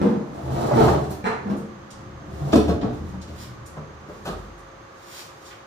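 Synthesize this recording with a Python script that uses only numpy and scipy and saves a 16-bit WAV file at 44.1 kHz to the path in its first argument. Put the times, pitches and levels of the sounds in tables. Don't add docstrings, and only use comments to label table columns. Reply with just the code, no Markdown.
import sys
import numpy as np
from scipy import signal
from scipy.fft import rfft, irfft, next_fast_len
from scipy.io import wavfile
from scipy.ndimage import uniform_filter1d, minimum_filter1d, map_coordinates

SR = 44100
rng = np.random.default_rng(int(sys.argv[2]) if len(sys.argv) > 2 else 0)


def master(y):
    cut = np.clip(np.atleast_2d(y).T, -1, 1)
    pcm = np.round(cut * 32767)
    wavfile.write(sys.argv[1], SR, pcm.astype(np.int16))


N = 249606
TIME = np.arange(N) / SR

# f/Hz, t60/s
ROOM_DECAY = [(100, 0.77), (400, 0.52), (1500, 0.47), (5000, 0.43), (12000, 0.33)]
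# f/Hz, left-right correlation
MIC_COHERENCE = [(70, 0.99), (140, 0.97), (280, 0.74), (500, 0.46), (1000, 0), (3000, 0.026)]
# f/Hz, left over right/dB
MIC_BALANCE = [(100, .6), (400, -0.5), (750, 0), (1250, -4.5), (2400, -0.4), (8000, 1.2), (14000, -4.5)]
# f/Hz, level/dB
AIR_SPECTRUM = [(20, -48.5), (45, -19), (110, -7), (200, -15.5), (360, -12), (560, -13), (780, -12),
                (1200, -12), (1750, -17), (2600, -25), (4500, -30), (7000, -35.5), (9000, -47),
                (15000, -51.5)]
# f/Hz, width/Hz, level/dB
WHINE_BANDS = [(344.4, 11.4, 6.5), (1152, 110, -3.5), (6370, 47, 10), (6445, 30, 10)]
# f/Hz, level/dB
HUM_PARTIALS = [(113, -62), (350, -60), (539, -52), (974, -67), (1157, -64)]

# t/s, level/dB, rise/s, hold/s, fall/s
ARM_MOVES = [(2.34, -66, 0.09, 0.34, .1), (2.935, -66.5, .05, 0.013, .12), (3.075, -67.5, .08, .02, 0.11),
             (3.39, -55.5, 0.09, 0.037, .09), (4.09, -70.5, .04, 0.34, 0.15), (5.13, -52, 0.15, 0.075, .1),
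             (5.46, -61.5, 0.16, .03, .11)]
# f/Hz, level/dB
RUSTLE_SPECTRUM = [(150, -28), (900, -5.5), (2200, -4.5), (5000, -3), (7500, -7.5), (9500, -12.5),
                   (15000, -14.5)]
# t/s, level/dB, centre f/Hz, t60/s
SANDAL_SCUFFS = [(1.102, -26.5, 13000, 0.057), (1.561, -43.5, 7340, 0.17), (1.902, -29, 4900, 0.071),
                 (2.519, -17, 3500, 0.061), (2.809, -27.5, 2860, 0.081), (3.211, -30, 4560, 0.077),
                 (3.656, -32.5, 6500, 0.088), (4.575, -47.5, 6470, .12), (4.245, -41, 7400, 0.22),
                 (5.45, -38, 4750, 0.16), (5.504, -32, 1940, 0.11)]

# t/s, level/dB, most excited f/Hz
SHELF_JOLTS = [(0.88, -43, 4100), (1.252, -43, 4400), (1.49, -50, 5200), (2.535, -31.5, 3250),
               (2.548, -36, 5900), (2.54, -37, 8800), (2.688, -39, 4550), (4.27, -44, 3900)]
# f/Hz, level/dB, t60/s
WIRE_MODES = [(3531, 0, .38), (3950, -8, .25), (4210, -2, .33), (5210, -6, .4), (5690, -3, .45),
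              (7320, -10, .35), (7698, -4, .42), (8597, -15, .4), (9286, -15, .4), (9582, -10, .35),
              (11040, -8, .3), (11610, -5, .28)]
# t/s, f/Hz, level/dB
PANEL_FLEXES = [(0.43, 133.3, -29.5), (.6, 694, -27), (0.712, 595, -14), (0.721, 130.3, -22),
                (0.801, 151.3, -18.5), (0.871, 75.86, -25), (1.455, 205.4, -22.5), (2.411, 141.8, -23),
                (2.531, 311.2, -10), (2.533, 644, -13), (2.536, 234.7, -12.5), (2.659, 77.8, -24),
                (3.13, 187.3, -31.5), (3.766, 151.7, -33), (4.28, 48.7, -38)]
# f/Hz, width/Hz, level/dB
CABINET_MODES = [(130.7, 16.4, 8), (156.6, 10, 0.5), (200.6, 34, 4.5), (232.8, 8.2, 4), (300.1, 14.2, 9),
                 (347, 16.4, 4.5), (386.6, 12, 5), (427, 28, 6), (588, 27, 2), (681, 20, 4), (740, 17, -4),
                 (770, 15, -10), (865, 31, -3), (960, 22, -14), (1123, 48, -5), (1228, 22, -3)]
# t/s, level/dB, rise/s, hold/s, fall/s
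SWAYS = [(1.05, -36.5, 0.82, 0.32, 1.5), (2.5, -30, 0.71, 0.41, 1.3), (4.3, -38, 0.43, 0.037, 0.28)]
# f/Hz, level/dB
SWAY_SPECTRUM = [(15, -47), (33, -13), (45, 12), (58, -17.5), (76, 14), (97, 3), (135, -2), (200, -8),
                 (340, -11.5), (550, -24.5), (2000, -91)]
# f/Hz, level/dB
CREAK_SPECTRUM = [(120, -19), (200, -4), (330, -11), (480, -11.5), (600, -8.5), (800, -2), (1250, -4.5),
                  (1550, -7), (2100, -10.5), (2800, -20), (4200, -31.5), (7500, -34.5), (14000, -52)]
# f/Hz, width/Hz, level/dB
CASING_MODES = [(200, 27, 14.5), (456, 38, 13.5), (716, 30, 6), (1200, 44, -4), (1730, 59, -1.5),
                (4070, 69, 15)]
# t/s, level/dB, rise/s, hold/s, fall/s
FOOT_SHOVES = [(0, -17.5, .05, 0.053, 0.15), (1.48, -26.5, 0.12, 0.058, 0.098)]
# f/Hz, level/dB
JUDDER_SPECTRUM = [(50, -14.5), (76, 3.5), (130, -7), (210, -1), (300, -2.5), (480, -7), (750, -8.5),
                   (1200, -14.5), (2200, -29), (4000, -35), (7000, -43.5), (14000, -54.5)]
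# f/Hz, width/Hz, level/dB
FOOT_MODES = [(196.4, 32.4, 15), (259, 54, -13), (363.4, 33, 5), (462.8, 11, 12), (830, 97, -31)]

# t/s, rumble/dB, scrape/dB, grit/dB, rise/s, hold/s, fall/s
DRAG_PULLS = [(0.598, -26, -27.5, -49.5, 0.37, 0.021, 0.088),
              (0.794, -16.5, -17.5, -40.5, 0.23, 0.089, .16), (1.102, -44, -40, -48, 0.083, 0.012, 0.064),
              (2.484, -28, -32.5, -54, 0.25, 0.075, 0.023), (2.826, -22, -30.5, -63, 0.048, 0.024, 0.094)]
# f/Hz, level/dB
RUMBLE_SPECTRUM = [(15, -51.5), (30, -16), (45, 1), (58, 1.5), (76, 6.5), (97, -6), (135, -4), (200, -13.5),
                   (290, -9), (450, -22.5), (1500, -100)]
# f/Hz, level/dB
SCRAPE_SPECTRUM = [(40, -38), (170, -50), (330, -11), (700, 0.5), (950, -6), (1300, -12), (1800, -18),
                   (2500, -27.5), (4000, -27), (15000, -72)]
# f/Hz, level/dB
GRIT_SPECTRUM = [(200, -60), (1200, -24), (2600, -0.5), (4200, -0.5), (7000, -1), (9500, -6.5),
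                 (15000, -10)]
# f/Hz, width/Hz, level/dB
WIRE_RING_MODES = [(4230, 200, -6)]

# t/s, thud/dB, clack/dB, crack/dB, base rise/s, base t60/s
LANDINGS = [(0.712, -18, -23, -52, 0.0093, 0.16), (0.88, -14, -19, -47, 0.0022, 0.1),
            (2.532, -1, -7.5, -18, 0.011, 0.039), (2.558, 1, -19.5, -28.5, 0.0015, 0.048),
            (2.68, -8, -23.5, -34.5, 0.017, 0.13), (2.83, -16.5, -32.5, -64, 0.012, 0.12),
            (3.136, -30, -43, -61, 0.0059, 0.087), (3.28, -29, -61, -47, 0.012, 0.1),
            (3.77, -21, -30.5, -51, 0.01, 0.066), (4.087, -29.5, -35.5, -59, 0.0099, 0.096),
            (4.253, -25.5, -24.5, -33.5, 0.027, 0.17), (4.276, -18.5, -23, -57, 0.013, 0.087)]
# f/Hz, level/dB
THUD_SPECTRUM = [(20, -57), (60, -34), (110, -23), (150, 4), (260, 1.5), (440, -2), (560, 0.5), (800, -12),
                 (1300, -34), (3000, -61), (9000, -100)]
# f/Hz, level/dB
CLACK_SPECTRUM = [(80, -58), (400, -1.5), (800, -0.5), (1200, 0), (1700, -7), (2600, -24), (6000, -27.5),
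                  (15000, -69)]
# f/Hz, level/dB
CRACK_SPECTRUM = [(200, -50), (1200, -45), (2600, 8), (5000, 0.5), (7500, -6), (10000, -9.5),
                  (15000, -15.5)]


def amp(db):
    return 10 ** (np.asarray(db) / 20)


def unit(x):
    return x / np.sqrt(np.mean(x ** 2) + 1e-20)


def along(points, hz):
    freqs, values = np.transpose(points)
    return np.interp(np.log(hz + 1), np.log(freqs + 1), values)


def wobble(rate):
    return map_coordinates(rng.standard_normal(int(N * rate / SR) + 4), [TIME * rate])


def filtered(x, response):
    n = x.shape[-1]
    padded = next_fast_len(n + 8192, True)
    return irfft(rfft(x, padded) * response(np.fft.rfftfreq(padded, 1 / SR)), padded)[..., :n]


def coloured(x, spectrum, modes=()):
    def response(f):
        peaks = sum(amp(db) * 1j * f * width / (hz * hz - f * f + 1j * f * width)
                    for hz, width, db in modes)
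        return amp(along(spectrum, f)) * (1 + peaks)
    return unit(filtered(x, response))


def slips(rate_hz, uneven, scatter_db, hiss):
    phase = np.cumsum(rate_hz * np.exp(uneven * wobble(60))) / SR
    jerks = np.diff(np.floor(phase), prepend=0) * amp(scatter_db * rng.standard_normal(N))
    return unit(jerks) + hiss * rng.standard_normal(N)


def grains(spiky_db, size=N):
    return rng.standard_normal(size) * amp(spiky_db * rng.standard_normal(size))


def blow(t, rise, t60):
    return (1 - np.exp(-t / rise)) * amp(-60 * t / t60)


def swell(s, rise, hold, fall):
    return 10 ** -(np.maximum(s - TIME, 0) / rise + np.maximum(TIME - s - hold, 0) / fall)


def efforts(rows):
    return sum(amp(db) * swell(s, *shape) for s, db, *shape in rows)


def add(track, s, sound):
    part = track[max(round(s * SR), 0):][:len(sound)]
    part += sound[:len(part)]


def diffuse(pair):
    angle = lambda hz: np.arccos(np.clip(along(MIC_COHERENCE, hz), -1, 1)) / 2
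    mid, side = filtered(pair, lambda hz: np.array([np.cos(angle(hz)), np.sin(angle(hz))]))
    return np.array([mid + side, mid - side])


def kitchen(x, wet_db, pan_db, lag_ms):
    sides = np.array([[1], [-1]])
    out = filtered(x, lambda hz: amp(pan_db * sides) * np.exp(-1j * np.pi * hz * sides * lag_ms / 1000))
    hop = SR // 2
    for start in range(0, N, hop):
        hz, t, noise = signal.stft(rng.standard_normal((2, SR * 3 // 4)), SR, nperseg=256)
        decay = blow(t, 0.0015, along(ROOM_DECAY, hz)[:, None])
        tail = diffuse(signal.istft(noise * decay, SR, nperseg=256)[1])
        tail = filtered(tail, lambda f: f ** 2 / (f ** 2 + 130 ** 2))
        tail *= amp(wet_db) / np.linalg.norm(tail[0])
        for mic, answer in zip(out, signal.fftconvolve(x[None, start:start + hop], tail, axes=1)):
            add(mic, start / SR, answer)
    return out / np.sqrt(1 + 2 * amp(2 * wet_db))


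def room_tone():
    air = amp(-45) * coloured(diffuse(rng.standard_normal((2, N))), AIR_SPECTRUM, WHINE_BANDS)
    waver = lambda hz: amp(2 * wobble(7)) * np.sin(2 * np.pi * hz * TIME + 0.8 * wobble(14))
    hum = np.array([sum(amp(db) * waver(hz) for hz, db in HUM_PARTIALS) for mic in range(2)])
    return air + diffuse(hum)


def coat():
    fibres = grains(spiky_db=4) * amp(1.2 * wobble(50))
    return amp(13) * efforts(ARM_MOVES) * coloured(fibres, RUSTLE_SPECTRUM)


def sandals(press_s=0.0058):
    track, t = np.zeros(N), np.arange(SR // 2) / SR
    for s, db, hz, t60 in SANDAL_SCUFFS:
        band = lambda f: np.exp(-(np.log((f + 1) / hz) / 0.64) ** 2)
        dust = filtered(grains(spiky_db=5, size=len(t)), band)
        stroke = blow(t, press_s, t60) * (1 - np.exp(-t / press_s))
        add(track, s, amp(db) * unit(dust) * stroke)
    return track


def shelves():
    pair, t = np.zeros((2, N)), np.arange(SR // 2) / SR
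    for s, db, centre in SHELF_JOLTS:
        for hz, wire_db, t60 in WIRE_MODES:
            octaves_off = abs(np.log2(hz / centre))
            gain = amp(db + wire_db + rng.normal(0, 1.5) - 32 * octaves_off)
            for mic in pair:
                tone = np.sin(2 * np.pi * hz * t + rng.normal(0, 0.8))
                add(mic, s, gain * tone * blow(t, 0.004, t60))
    return pair


def panels(rise_cycles=2.4, t60_cycles=60, left_lag_ms=0.36):
    pair, t = np.zeros((2, N)), np.arange(SR) / SR
    for s, hz, db in PANEL_FLEXES:
        ring = amp(db + 6) * np.sin(2 * np.pi * hz * t) * blow(t, rise_cycles / hz, t60_cycles / hz)
        add(pair[0], s + left_lag_ms / 1000, ring)
        add(pair[1], s, ring)
    return pair


def sway():
    jerks = slips(rate_hz=45, uneven=0.65, scatter_db=1, hiss=0.58)
    return amp(1) * efforts(SWAYS) * coloured(jerks, SWAY_SPECTRUM, CABINET_MODES)


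def creak():
    jerks = slips(rate_hz=260, uneven=0.45, scatter_db=2.5, hiss=0.5)
    strain = swell(1.24, rise=0.0031, hold=0.03, fall=0.095)
    return amp(-17) * strain * coloured(jerks, CREAK_SPECTRUM, CASING_MODES)


def judder():
    jerks = slips(rate_hz=105, uneven=0.3, scatter_db=3, hiss=0.65)
    return amp(4.5) * efforts(FOOT_SHOVES) * coloured(jerks, JUDDER_SPECTRUM, FOOT_MODES)


def drag():
    rumble_gain, scrape_gain, grit_gain = sum(np.outer(amp(levels), swell(s, rise, hold, fall))
                                              for s, *levels, rise, hold, fall in DRAG_PULLS)
    jerks = slips(rate_hz=140, uneven=0.6, scatter_db=3.5, hiss=0.45)
    rumble = amp(2.5) * rumble_gain * coloured(jerks, RUMBLE_SPECTRUM, CABINET_MODES)
    scrape = amp(1) * scrape_gain * coloured(jerks, SCRAPE_SPECTRUM, CABINET_MODES)
    dust = grains(spiky_db=4.5) * amp(3 * wobble(70))
    grit = amp(4) * grit_gain * coloured(dust, GRIT_SPECTRUM, WIRE_RING_MODES)
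    return rumble + scrape + grit


def landings(boom_hz=76.3, boom_t60_s=1.64):
    track, t = np.zeros(N), np.arange(SR) / SR
    contacts = lambda spectrum, modes=(): coloured(grains(spiky_db=3, size=SR), spectrum, modes)
    for s, thud_db, clack_db, crack_db, rise, settle in LANDINGS:
        thud = amp(thud_db - 0.5) * contacts(THUD_SPECTRUM, CABINET_MODES) * blow(t, rise, 2 * settle)
        clack = amp(clack_db + 7.5) * contacts(CLACK_SPECTRUM, CABINET_MODES)
        clack *= blow(t, rise, 1.13 * settle)
        crack = amp(crack_db + 14) * contacts(CRACK_SPECTRUM) * blow(t, 2 * rise, 0.88 * settle)
        boom = amp(thud_db - 20.5) * np.sin(2 * np.pi * boom_hz * t) * blow(t, 0.0057, boom_t60_s)
        add(track, s - 0.003, thud + clack + crack + boom)
    return track


def scene():
    sliding = kitchen(drag() + judder() + creak() + sway(), wet_db=5, pan_db=0.3, lag_ms=0.514)
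    knocks = kitchen(landings(), wet_db=-1, pan_db=0.9, lag_ms=-0.15)
    mover = kitchen(sandals() + coat(), wet_db=0.5, pan_db=-1, lag_ms=0.559)
    return sliding + knocks + mover + shelves() + panels() + room_tone()


def record(dry):
    ceiling, top_hz = 0.88, 15500
    heard = filtered(dry, lambda hz: amp(np.outer([0.5, -0.5], along(MIC_BALANCE, hz))))
    needed_gain = ceiling / np.maximum(abs(heard).max(axis=0), ceiling)
    eased_gain = uniform_filter1d(minimum_filter1d(needed_gain, size=801), size=401)
    return filtered(heard * eased_gain, lambda hz: hz < top_hz)


dry = scene()
out = record(dry)
master(out)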